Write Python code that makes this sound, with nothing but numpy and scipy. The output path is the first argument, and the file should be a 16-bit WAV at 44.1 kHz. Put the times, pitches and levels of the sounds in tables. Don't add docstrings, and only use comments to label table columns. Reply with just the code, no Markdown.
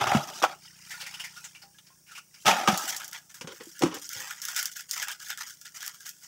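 import sys
import numpy as np
from scipy import signal
from scipy.fft import rfft, irfft
from scipy.io import wavfile
from scipy.ndimage import uniform_filter1d

SR = 44100
rng = np.random.default_rng(int(sys.argv[2]) if len(sys.argv) > 2 else 0)


def log_audio(samples):
    frames = np.atleast_2d(samples).T
    limited = np.clip(frames, -1, 1)
    pcm = np.round(limited * 32767).astype(np.int16)
    wavfile.write(sys.argv[1], SR, pcm)


N = 276663
RING_S = np.arange(SR // 2) / SR

# (frequency [Hz], level [dB])
AIR_SPECTRUM = [(18, -53.5), (30, -13), (161, 0.5), (569, -12), (1130, -14), (1390, -17), (1860, -23.5),
                (3400, -21), (4080, -18.5), (5590, 0.5), (9460, -10), (14800, -11), (16000, 3.5)]
# (time [s], level [dB])
ENGINE_LEVELS = [(0.0, -56.5), (0.52, -66), (1.2, -64), (1.5, -68.5), (2.38, -73), (2.8, -68), (3.3, -71.5),
                 (6.27, -76)]
# (frequency [Hz], level [dB])
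EXHAUST_SPECTRUM = [(30, -45), (60, -7.5), (90, -9), (120, -2.5), (150, 3.5), (180, 4), (210, -8.5),
                    (260, -34.5), (310, -6), (400, -22), (900, -32)]

# (time [s], level [dB], boom [dB], boom pitch [Hz], treble [dB], t60 [s])
LID_KNOCKS = [(3.411, -35, -10, 476, 10.5, .1), (3.443, -38, 4, 166, -20, .08),
              (3.473, -37, -7, 430, 6.5, 0.09), (3.602, -50.5, -19, 296, 10, 0.36),
              (3.67, -45, 25.5, 330, 1, 0.075), (3.821, -22.5, -12.5, 993, 1, .08),
              (3.835, -13, 9, 330, -4, 0.04), (3.841, -25, 1, 180, -7, 0.16),
              (3.858, -26.5, 1.5, 310.3, -4.5, 0.24), (3.94, -44.5, -3, 290, 1, 0.36),
              (3.966, -37.5, -4, 484, 8, 0.072), (4.16, -51.5, 17, 112, 6, 0.067)]
# (time [s], length [s], level [dB])
LID_RUBS = [(3.478, 0.048, -46), (3.602, 0.01, -42.5), (3.812, 0.033, -35.5), (3.878, .01, -50),
            (3.913, 0.045, -41.5), (4.151, 0.089, -54.5)]
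# (frequency [Hz], level [dB], t60 [s])
LID_MODES = [(98.5, -9, 0.42), (200, 1, 0.095), (258, 2, 0.17), (297.4, -8.5, 0.15), (468.4, -14, 0.079),
             (528, -5, 0.085), (793, -9.5, 0.079), (962, -38, 0.065), (1078, -22, 0.14)]
# (frequency [Hz], level [dB])
LID_SPECTRUM = [(35, -39), (60, -33.5), (330, -3.5), (651, -21), (1010, -13.5), (1910, -21), (3420, -21),
                (4030, -29), (5720, -20.5), (14900, -45), (16000, -37)]

# (frequency [Hz], level [dB])
BAG_SPECTRUM = [(450, -44), (700, -26.5), (1100, -29), (1350, -11.5), (1700, -6.5), (2050, -5.5),
                (2600, -7), (3300, -0.5), (4100, -6), (5300, 6.5), (7200, 5), (9500, -5), (16000, -3.5)]
# (frequency [Hz], level [dB], t60 [s])
POUCH_MODES = [(900, -19, .03), (1325, -5.5, .02), (1455, 2.5, 0.021), (1600, 2.5, .014), (1690, 1, 0.037),
               (1806, -2.5, .015)]
# (time [s], length [s], crackle [dB], rustle share [dB])
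BAG_SQUEEZES = [(2.793, 0.066, -39.5, -2), (2.875, .025, -33, -3.5), (2.915, 0.035, -42, 3),
                (2.994, 0.04, -49, 7), (3.127, 0.034, -51, 10), (3.164, 0.01, -47.5, -2),
                (3.298, 0.011, -52, -3), (3.346, 0.037, -53, -3), (3.517, 0.063, -53.5, -2),
                (3.613, 0.12, -52.5, -9.5), (3.748, 0.13, -53.5, 1.5), (3.981, 0.015, -48, -14),
                (4.016, 0.05, -43.5, -10), (4.103, 0.11, -42.5, -0.5), (4.185, 0.14, -44.5, 1),
                (4.348, 0.055, -51, -0.5), (4.423, 0.065, -41.5, -2), (4.492, 0.11, -43, -0.5),
                (4.56, .045, -34.5, 2), (4.643, 0.043, -46.5, 1), (4.713, .01, -43.5, -13),
                (4.889, .015, -45, -10.5), (4.757, 0.05, -44, 0), (4.925, 0.014, -35.5, -5),
                (4.958, 0.065, -38.5, 0.5), (5.016, 0.014, -45, 8), (5.073, 0.048, -43.5, 6),
                (5.197, 0.12, -46.5, -0.5), (5.299, 0.0099, -40.5, 9), (5.385, .012, -43, -1.5),
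                (5.408, 0.009, -38, 2), (5.462, 0.043, -44.5, -3.5), (5.527, 0.0069, -51.5, -13),
                (5.653, 0.0075, -44.5, 2), (5.748, 0.021, -42.5, -2.5), (5.801, 0.091, -45, 0.5),
                (5.938, 0.011, -49.5, -3.5), (6.002, 0.021, -50, -3), (6.053, 0.031, -44.5, -2),
                (6.222, .035, -50.5, -6)]
# (time [s], crackle [dB])
BAG_STIRRING = [(2.9, -57.5), (3.2, -67), (4.2, -66), (6.27, -59)]
# (time [s], level [dB], low share [dB], shiver of the film [dB])
CREASE_SNAPS = [(0.2747, -32, -18, -6), (2.776, -14, -25, 0), (2.89, -21, -21, 15), (2.9646, -20.5, -6, 7),
                (3.001, -28, 13, -2), (3.0446, -26, -12, 6), (3.0795, -25.5, -5, 0), (3.1135, -33, -10, 0),
                (3.1308, -26, 1, 4.5), (3.3431, -34, 3, 11), (3.7925, -26.5, 1, 3.5),
                (3.9432, -26.5, -2, 7), (4.0914, -21.5, -9, -2), (4.132, -21, -8, -2),
                (4.2025, -35, -17, -4), (4.309, -23.5, 18, 0), (4.4175, -22, -12, 7),
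                (4.4524, -17, 2, -5.5), (4.4847, -19, 10.5, 4), (4.5635, -13, 2, -2), (4.5777, -18.5, 8, 4),
                (4.598, -16.5, -16, 0), (4.628, -16.5, 2.5, 0), (4.6565, -12.5, -2, 0),
                (4.7671, -23, -23, 3), (4.8085, -27, -10.5, -4.5), (4.9115, -13.5, -8, 2.5),
                (5.026, -19.5, 11, 8.5), (5.084, -18.5, 7, -4.5), (5.1144, -24, -5, 4),
                (5.285, -29, -10, 5), (5.3031, -19, 14.5, -8), (5.3748, -24.5, 10, -1.5),
                (5.6132, -33, -1.5, 8), (5.8286, -25, 13, -1.5), (5.8634, -20.5, -8.5, -4.5),
                (5.8785, -18, -12, -12), (6.0652, -29, -5, 7), (6.0922, -24, -15, 1)]

# (time [s], splash [dB], fizz [dB])
POUR_LEVELS = [(0.56, -80.5, -63.5), (0.658, -53, -46.5), (0.736, -62, -55.5), (0.928, -51.5, -43.5),
               (1.048, -45.5, -47), (1.122, -49, -45), (1.304, -57, -50), (1.44, -58, -49.5),
               (1.69, -76, -65), (1.908, -69, -65), (2.148, -82, -101), (2.43, -63, -47.5)]
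# (frequency [Hz], level [dB])
SPLASH_SPECTRUM = [(240, -58), (400, -32.5), (865, -9.5), (1180, -15.5), (1420, -4), (2590, -7), (2840, -4),
                   (4110, -11.5), (5350, -4), (9180, -14), (14800, -21), (16000, -13.5)]
# (time [s], level [dB], clink pitch [Hz], t60 [s])
ICE_SHIFTS = [(0.906, -33.5, 1970, 0.12), (1.003, -36, 4200, 0.14), (1.012, -35, 2940, 0.06),
              (1.064, -33.5, 2120, 0.073), (1.14, -35, 2820, 0.066), (1.197, -31, 2930, 0.089),
              (1.239, -32.5, 2040, 0.11), (1.309, -63, 5370, 0.088), (1.363, -39, 1310, 0.11),
              (1.441, -36, 6900, 0.094), (1.547, -48, 2570, 0.17), (1.618, -44, 4640, 0.094),
              (1.785, -46, 3350, 0.044), (1.867, -51, 4800, 0.077), (2.065, -52, 2470, 0.22),
              (2.085, -49, 1600, 0.16), (2.112, -41.5, 1310, 0.12), (2.151, -39, 2500, 0.15),
              (2.178, -38.5, 1255, 0.047), (2.342, -45.5, 5320, 0.06), (2.35, -53.5, 2320, .16)]
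# (time [s], level [dB], starting pitch [Hz], t60 [s])
LADLE_DRIPS = [(.94, -42, 1420, 0.13), (1.028, -56, 547, 0.12), (1.549, -47.5, 2710, 0.056),
               (1.556, -48, 2300, 0.064), (1.635, -54.5, 792, 0.22), (1.745, -61, 1660, 0.19),
               (1.83, -81, 2200, 0.26), (1.903, -57.5, 1056, 0.14), (2.235, -72, 2200, 0.27)]

# (frequency [Hz], level [dB], t60 [s])
BUCKET_MODES = [(146, -19, 0.047), (190, -14.5, .24), (219, -15, .16), (358.8, -8.5, .11),
                (567.4, -1, 0.04), (764, -4, 0.18), (758, -4.5, 0.06), (818, -24, 0.24), (895.4, 1, 0.19),
                (1009, -22, 0.36), (1212, 9, 0.035), (1326, -8, 0.32), (1420, -7.5, .12),
                (1470, -19.5, 0.13), (2200, -16, .1), (2660, -10, 0.053), (2640, -27, 0.067),
                (3350, -9, .09), (3600, -13.5, 0.16)]
# (frequency [Hz], level [dB])
BUCKET_SPECTRUM = [(41, -42.5), (70, -45.5), (142, -11), (223, -10.5), (285, -13.5), (345, -10.5),
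                   (450, -13), (760, 0.5), (1000, -9), (1350, -6.5), (1890, -13), (3400, -12.5),
                   (4190, -20.5), (5750, -14), (9060, -28.5), (15000, -31)]
# (time [s], length [s], level [dB], hiss share [dB], t60 [s])
LADLE_SCRAPES = [(0.004, .03, -25, -10.5, 0.3), (.075, 0.099, -27, -10, 0.27), (.277, 0.012, -39, -1, 0.29),
                 (.215, 0.026, -44, 3.5, 0.12), (.335, 0.064, -47.5, 6.5, 0.27),
                 (.475, 0.054, -41.5, -7, 0.15), (2.463, 0.054, -19.5, -10, 0.19),
                 (2.55, 0.044, -29, -8.5, 0.85), (2.71, 0.03, -32, -2, 0.71)]
# (time [s], level [dB], boom [dB], boom pitch [Hz], treble [dB], t60 [s])
LADLE_KNOCKS = [(.013, -27, -9.5, 123, -8, 0.15), (.0715, -22.5, -13, 126, -1, 0.093),
                (.118, -18, -17, 130, -28, 0.034), (.149, -15, 8.5, 219, -5, 0.054),
                (.161, -23, 15, 142, 7.5, 0.11), (.418, -29.5, -38.5, 340, -13.5, 0.099),
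                (.4245, -24.5, -7.5, 342, 7, 0.054), (.4325, -19, -22, 320, -3.5, 0.13),
                (.4386, -11.5, 0.5, 783, -11, .04), (.447, -20, 0, 1332, -4.5, 0.062),
                (2.457, -24.5, -12, 179, 8, .08), (2.465, -18, -11.5, 178.7, 14, 0.26),
                (2.480, -14.5, -11.5, 190, -0.5, 0.15), (2.6755, -14, -17, 343, -5, 0.16),
                (2.684, -17.5, 0, 209, 6, 0.097), (2.728, -26, 11, 190, -5, 0.093)]


def amp(db):
    return 10 ** (np.asarray(db) / 20)


def rms_one(x):
    return x / np.sqrt(np.mean(x ** 2) + 1e-20)


def unit(x):
    return rms_one(x) / np.sqrt(len(x))


def even(x, size=1500):
    return x / np.sqrt(np.abs(uniform_filter1d(x ** 2, size)) + 1e-4 * np.mean(x ** 2))


def band(x, low_hz, high_hz):
    edges_hz = [low_hz, min(high_hz, .45 * SR)]
    return signal.sosfilt(signal.butter(2, edges_hz, "band", fs=SR, output="sos"), x)


def split(x, hz):
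    return [signal.sosfilt(signal.butter(3, hz, kind, fs=SR, output="sos"), x)
            for kind in ("low", "high")]


def through(x, response):
    return signal.fftconvolve(x, response)[:len(x)]


def colour(x, spectrum, size=8192):
    hz, db = np.transpose(spectrum)
    bin_hz = np.arange(size // 2 + 1) * SR / size
    curve_db = np.interp(np.log(bin_hz + 1), np.log(hz), db)
    cepstrum = irfft(np.log(amp(curve_db)))
    cepstrum[1:size // 2] *= 2
    cepstrum[size // 2 + 1:] = 0
    return through(x, unit(irfft(np.exp(rfft(cepstrum)))))


def add(out, start_s, db, sound):
    at = max(round(start_s * SR), 0)
    loudest = np.sqrt(uniform_filter1d(sound ** 2, 176).max())
    out[at:at + len(sound)] += (amp(db) * sound / loudest)[:N - at]


def gains(table, fade_db_per_s=450):
    t = np.arange(N) / SR
    times, *columns = np.transpose(table)
    outside_s = np.abs(t - np.clip(t, times[0], times[-1]))
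    return amp([np.interp(t, times, db) - fade_db_per_s * outside_s for db in columns])


def stroke(start_s, length_s, attack_s, t60):
    t = np.arange(N) / SR - start_s
    return np.clip(t / attack_s + .5, 0, 1) * amp(-60 * np.clip((t - length_s) / t60, 0, 2))


def strokes(table, attack_s):
    main, second = np.zeros((2, N))
    for start_s, length_s, db, share_db, t60 in table:
        power = (amp(db) * stroke(start_s, length_s, attack_s, t60)) ** 2
        main += power
        second += power * amp(share_db) ** 2
    return np.sqrt([main, second])


def burst(t60, click_db):
    out = unit(rng.standard_normal(len(RING_S)) * amp(-60 * RING_S / max(t60, .002)))
    out[0] += amp(click_db)
    return unit(out)


def ring(modes, vary_db):
    hz, db, t60 = np.transpose(modes)[:, :, None]
    strength = amp(db + vary_db * rng.standard_normal(hz.shape)) * rng.choice([-1, 1], hz.shape)
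    return unit(np.sum(strength * amp(-60 * RING_S / t60) * np.sin(2 * np.pi * hz * RING_S), axis=0))


def ping(hz, t60, rise, size=len(RING_S)):
    t = RING_S[:size]
    return amp(-60 * t / t60) * np.sin(2 * np.pi * hz * (t + rise * t * t / (2 * t60)))


def bubbles(count, low_hz, high_hz, t60, rise, spread_db):
    out = np.zeros(N)
    for when, pitch, strength in rng.random((count, 3)):
        hz = low_hz * (high_hz / low_hz) ** pitch
        add(out, when * (N - 1) / SR, spread_db * strength, ping(hz, t60, rise, size=1800))
    return rms_one(out)


def grains(per_s, spread_db, t60, click_db, wander_per_s=25, facets=10):
    hits = rng.random(N) < per_s / SR
    sizes = amp(spread_db * np.minimum(rng.exponential(1, N), 4))
    clicks = hits * sizes * rng.choice([-1, 1], N)
    facet = np.cumsum(rng.random(N) < wander_per_s / SR) % facets
    return sum(through(clicks * (facet == k), burst(t60, click_db)) for k in range(facets))


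def outdoors(air_db, insect_db, insect_hz):
    whine = band(rng.standard_normal(N), insect_hz - 45, insect_hz + 45)
    air = colour(rng.standard_normal(N), AIR_SPECTRUM)
    return amp(air_db) * rms_one(air) + amp(insect_db) * rms_one(whine)


def far_engine(trim_db, firings_per_s, first_firing_s):
    cycles = firings_per_s * (np.arange(N + 1) / SR - first_firing_s)
    puffs = colour(np.diff(np.floor(cycles)), EXHAUST_SPECTRUM)
    return amp(trim_db) * gains(ENGINE_LEVELS)[0] * rms_one(puffs)


def lid_rub(trim_db):
    judder = grains(per_s=1200, spread_db=3, t60=.02, click_db=-10)
    clatter = rms_one(colour(judder, LID_SPECTRUM))
    tone = amp(-4.5) * rms_one(through(judder, ring(LID_MODES, vary_db=5.5)))
    pressure = sum(amp(db) * stroke(start_s, length_s, attack_s=.011, t60=.099)
                   for start_s, length_s, db in LID_RUBS)
    return amp(trim_db) * pressure * even(band(clatter + tone, 270, 5100))


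def plastic_knocks(table, modes, spectrum, modes_db, click_db, bass_db, treble_hz):
    out = np.zeros(N)
    for start_s, db, boom_db, boom_hz, treble_db, t60 in table:
        damping = amp(-20 * RING_S / t60)
        tone = unit(ring(modes, vary_db=4.5) * damping)
        clatter = unit(colour(burst(t60, click_db), spectrum))
        low, rest = split(clatter + amp(modes_db) * tone, 440)
        middle, high = split(rest, treble_hz)
        knock = unit(amp(bass_db) * low + middle + amp(treble_db) * high)
        boom = unit(split(ping(boom_hz, t60, rise=0), boom_hz / 2)[1])
        add(out, start_s, db, knock + amp(boom_db) * boom)
    return out


def pouch_ring(shift):
    modes = [(hz * (1 + shift), db, t60) for hz, db, t60 in POUCH_MODES]
    return unit(band(ring(modes, vary_db=0), 850, 2200))


def bag_crinkle(crackle_db, rustle_db, folds_db, hollow_db, max_shift):
    creases = rms_one(grains(per_s=1700, spread_db=3.9, t60=.02, click_db=-9,
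                             wander_per_s=110, facets=32))
    shifts = max_shift * np.linspace(-1, 1, 6)
    shape = np.cumsum(rng.random(N) < 20 / SR) % len(shifts)
    pouch = sum(through(creases * (shape == k), pouch_ring(shift)) for k, shift in enumerate(shifts))
    film = rms_one(colour(creases, BAG_SPECTRUM))
    rustle, crackle = split(film + amp(hollow_db) * rms_one(pouch), 3170)
    squeezes = strokes([(*row, .14) for row in BAG_SQUEEZES], attack_s=.011)
    stirring = gains(BAG_STIRRING)[0]
    crackle_gain, rustle_gain = np.hypot(squeezes, [stirring, amp(-9) * stirring])
    firmness = (rustle_gain / rustle_gain.max()) ** 1.25
    return (amp(crackle_db) * crackle_gain * even(crackle)
            + amp(rustle_db) * rustle_gain * even(rustle)
            + amp(folds_db) * firmness * even(band(creases, 720, 1800)))


def bag_snaps(trim_db, hollow_db, max_shift):
    out = np.zeros(N)
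    for start_s, db, low_db, shiver_db in CREASE_SNAPS:
        flip = burst(t60=.006, click_db=-9)
        snap = flip + amp(shiver_db) * burst(t60=.1, click_db=-38)
        pouch = through(snap, pouch_ring(max_shift * rng.uniform(-1, 1)))
        low, high = split(colour(snap, BAG_SPECTRUM) + amp(hollow_db) * pouch, 2450)
        tick = amp(-4) * split(flip, 8240)[1]
        add(out, start_s, db + trim_db, amp(low_db) * low + high + tick)
    return out


def plastic_bag(hollow_db, max_shift):
    crinkle = bag_crinkle(crackle_db=1, rustle_db=-1, folds_db=-52,
                          hollow_db=hollow_db, max_shift=max_shift)
    snaps = bag_snaps(trim_db=-8, hollow_db=hollow_db, max_shift=max_shift)
    return split(crinkle + snaps, 230)[1]


def pour(splash_db, fizz_db):
    drops = rms_one(grains(per_s=900, spread_db=3, t60=.03, click_db=-14))
    bubbling = amp(-5) * bubbles(count=2000, low_hz=800, high_hz=6000, t60=.035, rise=.03, spread_db=12)
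    splash, fizz = split(colour(drops + bubbling, SPLASH_SPECTRUM), 4300)
    splash_gain, fizz_gain = gains(POUR_LEVELS)
    return amp(splash_db) * splash_gain * even(splash) + amp(fizz_db) * fizz_gain * even(fizz)


def ice_cubes(trim_db, clink_db, swell_s):
    out = np.zeros(N)
    swell = 1 - .85 * np.exp(-RING_S / swell_s)
    for start_s, db, hz, t60 in ICE_SHIFTS:
        jostle = colour(burst(t60, click_db=-9.5) * swell, SPLASH_SPECTRUM)
        clink = unit(band(jostle, hz / 1.14, hz * 1.175))
        add(out, start_s, db + trim_db, unit(jostle) + amp(clink_db) * clink)
    return out


def ladle_drips(splat_db):
    out = np.zeros(N)
    for start_s, db, hz, t60 in LADLE_DRIPS:
        plip = unit(through(ping(hz, t60, rise=.052), burst(t60=.02, click_db=-8)))
        splat = unit(band(burst(t60, click_db=-14), hz / 2, hz * 2))
        add(out, start_s, db, plip + amp(splat_db) * splat)
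    return out


def ladle_scrape(body_db, hiss_db, slosh_db):
    slips = grains(per_s=1600, spread_db=3, t60=.022, click_db=-10, wander_per_s=80, facets=16)
    slosh = bubbles(count=1500, low_hz=550, high_hz=3000, t60=.025, rise=.05, spread_db=9)
    wall = amp(-6) * rms_one(band(through(slips, ring(BUCKET_MODES, vary_db=1)), 550, 1700))
    wet_scrape = rms_one(colour(rms_one(slips) + amp(slosh_db) * slosh, BUCKET_SPECTRUM))
    low, hiss = split(wall + wet_scrape, 3900)
    body = split(low, 210)[1]
    body_gain, hiss_gain = strokes(LADLE_SCRAPES, attack_s=.03)
    return amp(body_db) * body_gain * even(body) + amp(hiss_db) * hiss_gain * even(hiss)


def scene():
    ladle = plastic_knocks(LADLE_KNOCKS, BUCKET_MODES, BUCKET_SPECTRUM,
                           modes_db=-5.5, click_db=-10.5, bass_db=-17, treble_hz=1920)
    lid = plastic_knocks(LID_KNOCKS, LID_MODES, LID_SPECTRUM,
                         modes_db=4.5, click_db=-11.5, bass_db=-11.5, treble_hz=1647)
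    close = ladle + lid + lid_rub(trim_db=1)
    close += ladle_scrape(body_db=-.5, hiss_db=-1.5, slosh_db=-12.5)
    close += pour(splash_db=-1.5, fizz_db=-3.5)
    close += ice_cubes(trim_db=-3, clink_db=-3, swell_s=.015)
    close += ladle_drips(splat_db=-8)
    close += plastic_bag(hollow_db=-14, max_shift=.04)
    reflections = amp(-15) * band(through(close, burst(t60=.16, click_db=-40)), 100, 3500)
    engine = far_engine(trim_db=.5, firings_per_s=29.76, first_firing_s=.023)
    ambience = outdoors(air_db=-55, insect_db=-72.5, insect_hz=8600)
    return (close + reflections + engine + ambience)[None]


def record(dry):
    thinned = split(dry, 45)[1]
    return signal.sosfilt(signal.ellip(12, .1, 80, 15700, fs=SR, output="sos"), thinned)


dry = scene()
out = record(dry)
log_audio(out)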